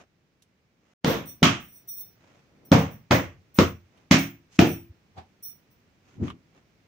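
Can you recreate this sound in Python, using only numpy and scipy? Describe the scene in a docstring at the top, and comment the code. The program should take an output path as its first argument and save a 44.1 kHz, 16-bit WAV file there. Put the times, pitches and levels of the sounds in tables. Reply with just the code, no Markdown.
"""In a bare-walled room, a hand slaps a pillow seven times; it is then caught and dropped on the bed.
Each slap is a thump of trapped air (a short wave) and a crack of skin on cloth (a noise burst).
Echoes, standing waves and fading noise make the room boom and ring after it.
Glass bangles jingle on the wrist as groups of fading tones, and grainy noise makes the cloth rustle.
Taps and a faint hum are shaped noise. Early on, the whole sound drops out briefly and fades back in."""
import sys
import numpy as np
from scipy import signal
from scipy.fft import rfft, irfft, next_fast_len
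from scipy.io import wavfile
from scipy.ndimage import uniform_filter1d

SR = 44100
rng = np.random.default_rng(int(sys.argv[2]) if len(sys.argv) > 2 else 0)


def wav_record(signal):
    """Record a signal, one row per channel, as 16-bit PCM in the file named by sys.argv[1]."""
    frames = np.transpose(np.atleast_2d(signal))
    bounded = np.clip(frames, -1, 1)
    # unit amplitude maps onto the largest positive 16-bit level
    quanta = np.round(bounded * 32767).astype(np.int16)
    wavfile.write(sys.argv[1], SR, quanta)


N = 303306   # samples in the whole sound

# every event is made in one buffer, with its own moment (age 0) a little after the start
LEAD = SR // 6   # samples before that moment
AGE = (np.arange(2 ** 15) - LEAD) / SR   # seconds
HZ = np.maximum(np.fft.rfftfreq(2 ** 15, 1 / SR), 1)


def from_db(db):
    """Turn decibels into a gain."""
    return 10 ** (np.asarray(db) / 20)


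def rms_one(x):
    """Scale a sound to an rms (average strength) of 1."""
    return x / np.sqrt(np.mean(x ** 2) + 1e-20)


def at_hz(points, hz):
    """Read a two-column table between its points, on a log-frequency axis."""
    table = np.array(points)
    return np.interp(np.log(hz), np.log(table[:, 0]), table[:, 1])


def add(out, s, sound):
    """Mix in an event so that its age 0 falls at time s."""
    start = round(s * SR) - LEAD
    first, last = max(start, 0), min(start + len(AGE), N)
    out[:, first:last] += sound[..., first - start:last - start]


def dying(t60):
    """Silence, then a steady decay that falls 60 dB in t60 seconds."""
    return (AGE >= 0) * from_db(-60 * np.maximum(AGE, 0) / t60)


def excite(drive, response):
    """Let one sound set off another (convolution); both have age 0 at LEAD."""
    both = signal.fftconvolve(np.atleast_2d(drive), np.atleast_2d(response), axes=-1)
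    return both[:, LEAD:LEAD + len(AGE)]


def formant(x, hz, db, q):
    """Lift or dip one band with a ringing filter; a higher q is narrower."""
    w, lift = 2 * np.pi * hz / SR, from_db(db / 2)
    alpha = np.sin(w) / (2 * q)
    top = [1 + alpha * lift, -2 * np.cos(w), 1 - alpha * lift]
    bottom = [1 + alpha / lift, -2 * np.cos(w), 1 - alpha / lift]
    return signal.lfilter(top, bottom, x + 1e-18)


# how alike left and right are: f/Hz, correlation (1 = the same, 0 = unrelated)
LEFT_RIGHT_LIKENESS = [(60, 0.98), (200, 0.8), (450, 0.8), (900, 0.072), (2000, 0.053), (15000, 0.1)]


def noise(colour_db, length=len(AGE)):
    """Coloured stereo noise of rms 1, alike in the bass and nearly unrelated in the treble."""
    hz = np.maximum(np.fft.rfftfreq(length, 1 / SR), 1)
    alike = np.clip(at_hz(LEFT_RIGHT_LIKENESS, hz), -1, 1)
    random_phases = np.exp(2j * np.pi * rng.random((2, len(hz))))
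    mid, side = random_phases * from_db(np.interp(hz, HZ, colour_db))
    spectrum = np.sqrt(1 + alike) * mid + np.sqrt(1 - alike) * np.array([side, -side])
    return rms_one(irfft(spectrum, length))


def tilted(colour, tilt_db):
    """A spectrum in dB, leaned by tilt_db per octave from 300 Hz up to 6000 Hz."""
    return at_hz(colour, HZ) + tilt_db * np.log2(np.clip(HZ, 300, 6000) / 300)


# the slaps: t/s, thump level/dB, crack level/dB, boom level/dB, lift of the deepest standing wave level/dB,
# treble tilt/(dB per octave), tail decay factor, boom decay factor, palm cup f/Hz, hollow f/Hz,
# taut cloth f/Hz, delay until the bangles fall back t/s, level of that fall/dB, its rattle length t/s
SLAPS = [(1.046, -1, 1.5, 6.5, -1, 0.3, 1, 0.72, 493, 95, 3600, 0.018, -34.5, 0.062),
         (1.4296, -4, -4, 10.5, -3, 2, 0.89, 0.53, 1223, 500, 3150, 0.17, -52, 0.095),
         (2.7179, -1.5, -8, 10, 2.5, -0.1, 0.96, 0.78, 500, 355, 760, 0.069, -44.5, .008),
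         (3.110, -5.5, -6, 10, 6, 0.3, 0.84, 0.67, 520, 228, 1950, .031, -38.5, .01),
         (3.588, -4, -5, 3.5, 7.5, 0.5, 0.68, 0.69, 483, 850, 1330, 0.081, -50.5, 0.01),
         (4.112, -3.5, -4.5, 6, 2, 3, 0.86, 0.89, 291, 465, 2250, 0.068, -37.5, .045),
         (4.591, -2, -3, 6, 0.5, -0.13, 0.86, 0.88, 345, 1060, 2550, 0.05, -38.5, 0.096)]
# a slap's noise as the walls return it, before the tilt: f/Hz, level/dB per Hz
SLAP_COLOUR = [(45, -28.5), (85, -7.5), (180, -4), (280, -0.5), (420, -9), (700, -10.5), (1300, -15.5),
               (2500, -18), (4000, -22.5), (6200, -25), (8500, -43), (12000, -48), (15500, -54)]
# narrow bands that the room favours in every slap: f/Hz, lift level/dB
ROOM_RINGS = [(349, 3), (455, 4), (546, 3.5), (592, 2.5), (696, 3.5), (854, 0), (979, 1.5), (1125, 2.5),
              (1255, 2), (2155, 2.5), (3255, 3)]
THUMP_HZ, TAIL_DB = 214.6, -13.5   # pitch of the trapped air, level of the room's tail


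def slaps():
    """The palm squeezes the pillow, the cloth cracks, and the room answers."""
    out = np.zeros((2, N))
    for (s, thump_db, crack_db, boom_db, deep_db, tilt_db, tail_stretch, boom_stretch,
         cup_hz, hollow_hz, cloth_hz, *_) in SLAPS:
        colour = tilted(SLAP_COLOUR, tilt_db)
        thump = from_db(thump_db) * air_pulse(THUMP_HZ, centre_s=.0024, width_s=.0019)
        # fingers brush the cloth just before the palm lands; the crack has little bass
        touch = from_db(-15) * (AGE < 0) * np.exp(-np.abs(AGE) / 0.0014)
        burst = noise(colour - 30 * (HZ < 400)) * (touch + dying(t60=0.013))
        # part of the left burst goes to both sides, which draws the crack to the middle
        crack = from_db(crack_db) * (0.39 * burst[0] + 0.4 * burst)
        tail = from_db(TAIL_DB) * room_tail(colour, tail_stretch, build_s=.003)
        room_boom = boom(thump, boom_db, boom_stretch, spread_db=2.0, build_s=0.042)
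        slap = thump + crack + tail + room_boom
        deepest_hz = ROOM_MODES[0][0]
        slap = formant(slap, deepest_hz, deep_db, q=4.9)
        add(out, s, hand_on_pillow(slap, cup_hz, hollow_hz, cloth_hz))
    for hz, db in ROOM_RINGS:
        out = formant(out, hz, db, q=40)
    return out


def air_pulse(hz, centre_s, width_s):
    """Air is squeezed out and sucked back: a wave that swells and dies; a wide one swings repeatedly."""
    t = AGE - centre_s
    return -np.sin(2 * np.pi * hz * t) * np.exp(-.5 * (t / width_s) ** 2)


def hand_on_pillow(slap, cup_hz, hollow_hz, cloth_hz):
    """The cupped palm rings low, the folds swallow a band, and the taut cover rings higher."""
    cup_q, hollow_q = 3.1, 4.9
    slap = formant(slap, cup_hz, db=7, q=cup_q)
    slap = formant(slap, cup_hz * 2.15, db=3, q=cup_q)   # the cup repeats higher up
    slap = formant(slap, hollow_hz, db=-8.5, q=hollow_q)
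    slap = formant(slap, hollow_hz * 1.95, db=-3, q=hollow_q)   # so does the hollow
    return formant(slap, cloth_hz, db=5, q=3.2)


# first echoes from floor and walls: delay t/s, level/dB
ECHOES = [(.0055, -16), (0.0109, -6), (0.0321, -6.5), (.041, -11)]
# standing waves of the room: f/Hz, level/dB before the random spread, 60 dB decay t/s before the slap's factor
ROOM_MODES = [(89, -17, 0.35), (112.7, -18.5, 0.44), (158.2, -13, 0.36), (195.7, -16.5, 0.36),
              (232.5, -23.5, 0.22), (275, -16, .36), (293.6, -22, 0.33), (338, -22.5, 0.52), (460, -24, .3)]


def boom(thump, boom_db, stretch, spread_db, build_s):
    """A thump returns from the walls and wakes the standing waves, a little differently each time."""
    echoes = sum(from_db(db) * np.interp(AGE - delay, AGE, thump) for delay, db in ECHOES)
    modes = np.zeros(len(AGE))
    for k, (hz, db, t60) in enumerate(ROOM_MODES):
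        gain = (-1) ** k * from_db(db + rng.normal(0, spread_db))   # every second one is flipped
        modes += gain * np.cos(2 * np.pi * hz * AGE) * room_decay(stretch * t60)
    build = 1 - np.exp(-np.maximum(AGE, 0) / build_s)
    return echoes + from_db(boom_db) * excite(thump, modes * build) / (SR * 0.0038)


def room_decay(t60, bend=1.19):
    """A decay that starts slowly and then falls ever faster."""
    return (AGE >= 0) * from_db(-60 * (np.maximum(AGE, 0) / t60) ** bend)


# how long the room rings in each band: f/Hz, 60 dB decay t/s before the slap's factor
ROOM_T60 = [(60, 0.54), (300, .33), (600, 0.32), (1200, 0.34), (2600, 0.37), (4500, .28), (7000, 0.34),
            (15000, 0.13)]


def room_tail(colour_db, stretch, build_s):
    """Diffuse echoes build up quickly and die at the pace of each band."""
    spectrum = rfft(noise(colour_db))
    centres, t60s = np.transpose(ROOM_T60)
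    tail = np.zeros((2, len(AGE)))
    for only_this_band, t60 in zip(np.eye(len(centres)), t60s):
        share = np.interp(np.log(HZ), np.log(centres), only_this_band)   # neighbours cross-fade
        tail += irfft(spectrum * share) * room_decay(stretch * t60)
    return tail * (1 - np.exp(-np.maximum(AGE, 0) / build_s))


# the bangles clash as the hand moves between and after the slaps: t/s, level/dB, rattle length t/s
JINGLES = [(1.255, -41, .05), (1.72, -50.5, .05), (1.874, -36, .02), (1.9, -37, .11), (2.649, -55, 0.0055),
           (2.906, -53.5, 0.027), (3.542, -43, .035), (5.425, -37.5, .04), (5.703, -66, .02)]
# glass rings come in close groups, before detuning and spread: f/Hz, level/dB, 60 dB decay t/s before damping
BANGLE_RINGS = [(3590, -24, 0.29), (4280, -28, 0.28), (5650, -16, 0.55), (5900, -13.5, 0.17),
                (8350, -18, 0.11), (8530, -16.5, 0.098), (8800, -12.5, 0.12), (11240, -11.5, 0.064),
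                (11700, -13, .12), (14420, -11, .11), (15000, -6.5, .11), (15560, -5.5, .11),
                (14700, -9, .11), (14850, -7, 0.095), (15250, -3.5, 0.24)]
BANGLE_COUNT, BANGLE_DETUNE, CLASH_SPREAD_DB = 5, .007, 2.5   # detune is a fraction of the pitch
JOLT_DB, JOLT_S = -40.5, .02   # each slap jolts the bangles at once: level, rattle length
WRIST_DAMP_S = .085   # time scale on which the wrist smothers a ringing bangle


def bangles(clashes_per_s, tick_db, room_db):
    """Each jingle is a run of glass-on-glass clashes, shared among bangles of slightly different pitch."""
    out = np.zeros((2, N))
    ring_hz, ring_db, ring_t60 = np.transpose(BANGLE_RINGS)
    age = np.arange(SR // 5) / SR
    # each ring starts softly, over a millisecond or so, without a click
    soft_start = 1 - np.exp(-age / .0012)
    damping = np.exp(-(age / WRIST_DAMP_S) ** 2)
    fades = from_db(-60 * age / ring_t60[:, None]) * soft_start * damping
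    # thin glass radiates no low sound
    no_lows = signal.butter(4, 3000, "high", fs=SR, output="sos")
    # a slap throws the bangles up the arm, and they fall back a moment later
    jolts = [(s, JOLT_DB, JOLT_S) for s, *_ in SLAPS]
    falls = [(s + after_s, db, rattle_s) for s, *_, after_s, db, rattle_s in SLAPS]
    for s, db, length_s in JINGLES + jolts + falls:
        count = 2 + int(length_s * clashes_per_s)
        when, force_db = rng.random(count), rng.normal(0, 3, count)
        # the bangles take turns, each tuned and struck a little differently
        detune = BANGLE_DETUNE * rng.uniform(-1.4, 1, (BANGLE_COUNT, len(ring_hz)))
        voices = []
        for hz in ring_hz * (1 + detune):
            gains = from_db(ring_db + rng.normal(0, CLASH_SPREAD_DB, (2, len(ring_hz))))
            voices.append(gains @ (fades * np.sin(2 * np.pi * np.outer(hz, age))))
        clashes = np.zeros((2, len(AGE)))
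        starts = LEAD + (length_s * SR * (when - when.min())).astype(int)
        for k, start in enumerate(starts):
            clashes[:, start:start + len(age)] += from_db(force_db[k]) * voices[k % BANGLE_COUNT]
            clashes[:, start] += from_db(force_db[k] + tick_db)   # one-sample tick of contact
        clashes = signal.sosfilt(no_lows, clashes + 1e-18)
        walls = rng.standard_normal((2, len(AGE))) * dying(t60=0.23)
        jingle = clashes + from_db(room_db) * excite(clashes, walls / np.linalg.norm(walls[0]))
        # the level is set by the loudest short stretch
        loudest = np.sqrt(uniform_filter1d(np.mean(jingle ** 2, axis=0), size=1000).max())
        add(out, s, from_db(db) * jingle / loudest)
    return out


# the pillow is caught or lands: t/s, level/dB, swell t/s, 60 dB decay t/s, treble tilt/(dB per octave),
# resonance f/Hz, its boost level/dB
PLOPS = [(5.182, -42.5, 0.0097, 0.17, 6, 785, 17.5), (6.229, -26.5, 0.022, 0.28, -3, 266.5, 6.5)]
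# noise of the soft thud, before the tilt: f/Hz, level/dB per Hz
PLOP_COLOUR = [(45, -16), (90, 5), (160, -0.5), (350, -8), (550, -20), (800, -21.5), (1500, -30),
               (4000, -41), (12000, -74)]


def plops():
    """The soft pillow meets hands or mattress gradually, so its thud swells before it dies."""
    out = np.zeros((2, N))
    for s, db, swell_s, t60, tilt_db, ring_hz, ring_db in PLOPS:
        swell = from_db(-1.0) * (AGE < 0) * np.exp(-np.abs(AGE) / swell_s)
        thud = from_db(db) * noise(tilted(PLOP_COLOUR, tilt_db)) * (swell + dying(t60))
        add(out, s, formant(thud, ring_hz, ring_db, q=2.14))
    return out


# dull low pulses, fingers landing early, then soft thuds of the pillow: t/s, level/dB, f/Hz, width t/s
BUMPS = [(1.4235, -12.5, 302.5, 0.00076), (4.909, -39, 84.8, 0.008), (5.201, -48.5, 87, 0.023),
         (6.231, -20, 235, 0.0028)]


def bumps():
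    """Fingers landing early, then soft thuds of the pillow, each a dull low pulse."""
    out = np.zeros((2, N))
    for s, db, hz, width_s in BUMPS:
        add(out, s, from_db(db) * air_pulse(hz, 0, width_s))
    return out


# cloth rustles, the sleeve swishes before some slaps, or the pillow is handled:
# t/s, level/dB, width t/s, treble tilt/(dB per octave)
RUSTLES = [(0.005, -50.5, 0.021, -1), (0.889, -69, 0.065, 0.5), (2.309, -60.5, 0.092, -0.5),
           (2.639, -60, 0.097, -7), (3.579, -48.5, .015, 3), (3.983, -62, 0.045, -1),
           (4.549, -53.5, .021, 6.5), (6.111, -62, 0.051, 1), (6.268, -45, 0.026, 0),
           (6.571, -59, 0.025, -1)]
# noise of the cloth, before the tilt: f/Hz, level/dB per Hz
RUSTLE_COLOUR = [(40, -27.5), (150, 1.5), (600, 0.5), (1400, -3.5), (2600, -5), (4500, -14), (6500, -11),
                 (9000, -31), (15000, -40)]


def rustles():
    """Threads catch and slip in uneven grains under each movement of the cloth."""
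    out = np.zeros((2, N))
    for s, db, width_s, tilt_db in RUSTLES:
        motion = np.exp(-.5 * (AGE / width_s) ** 2)
        wander = rms_one(uniform_filter1d(rng.standard_normal(len(AGE)), size=150))
        grain = rms_one(from_db(2.5 * wander))
        add(out, s, from_db(db) * motion * grain * noise(tilted(RUSTLE_COLOUR, tilt_db)))
    return out


# light hard taps: t/s, level/dB, treble tilt/(dB per octave)
TAPS = [(0.422, -55.5, 24), (3.974, -63.5, 15), (6.281, -37, -1), (6.302, -37, -1)]
# noise of a tap, before the tilt: f/Hz, level/dB per Hz
TAP_COLOUR = [(400, -23), (850, -11), (1150, 9), (1700, -9.5), (3000, 2), (4500, -17), (7000, -30),
              (9500, -30), (15000, -42)]


def taps():
    """A short knock of noise with a faint room tail."""
    out = np.zeros((2, N))
    envelope = dying(t60=0.056) + from_db(-17) * dying(t60=0.16)
    for s, db, tilt_db in TAPS:
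        add(out, s, from_db(db) * noise(tilted(TAP_COLOUR, tilt_db)) * envelope)
    return out


# colour of the room hum: f/Hz, relative level/dB per Hz
HUM_COLOUR = [(20, -29.5), (45, -13.5), (90, -5), (160, -5), (280, -10), (520, -16.5), (1000, -21.5),
              (1600, -21.5), (2300, -20), (3200, -25), (6000, -28), (8500, -41), (13700, -48),
              (15100, -32.5), (16000, -50)]
HUM_EARLY_DB, HUM_DB = -68.5, -63.5   # level before and after the sound drops out


def room_hum(early):
    """A faint steady noise, strongest in the bass and a little louder after the drop."""
    steady = noise(at_hz(HUM_COLOUR, HZ), next_fast_len(N))[:, :N]
    return steady * from_db(np.where(early, HUM_EARLY_DB, HUM_DB))


BREAK_S, RETURN_S, FADE_IN_S = .936, 1.0077, 0.15   # the drop, start of the return, fade length


def scene():
    """Pillow, bangles and cloth over the hum; all of it drops by 46 dB once and fades back."""
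    t = np.arange(N) / SR
    early = t < BREAK_S
    pillow = slaps() + plops() + bumps() + rustles() + taps()
    jingles = bangles(clashes_per_s=200, tick_db=-10.5, room_db=3.0)
    fade_in = np.clip((t - RETURN_S) / FADE_IN_S, from_db(-46), 1)
    return (pillow + jingles + room_hum(early)) * np.where(early, 1, fade_in)


def record(dry):
    """The right side is brighter, the loudest peaks are rounded off, and the top is cut at 16.3 kHz."""
    left = formant(dry[0], hz=4430, db=-6.5, q=0.92)
    right = formant(dry[1], hz=4170, db=-0.5, q=3.5)
    both = np.array([left, right])
    clipped = both / (1 + both ** 8) ** (1 / 8)
    top_cut = signal.ellip(10, .1, 80, 16300, fs=SR, output="sos")
    return signal.sosfilt(top_cut, clipped)


dry = scene()
out = record(dry)
wav_record(out)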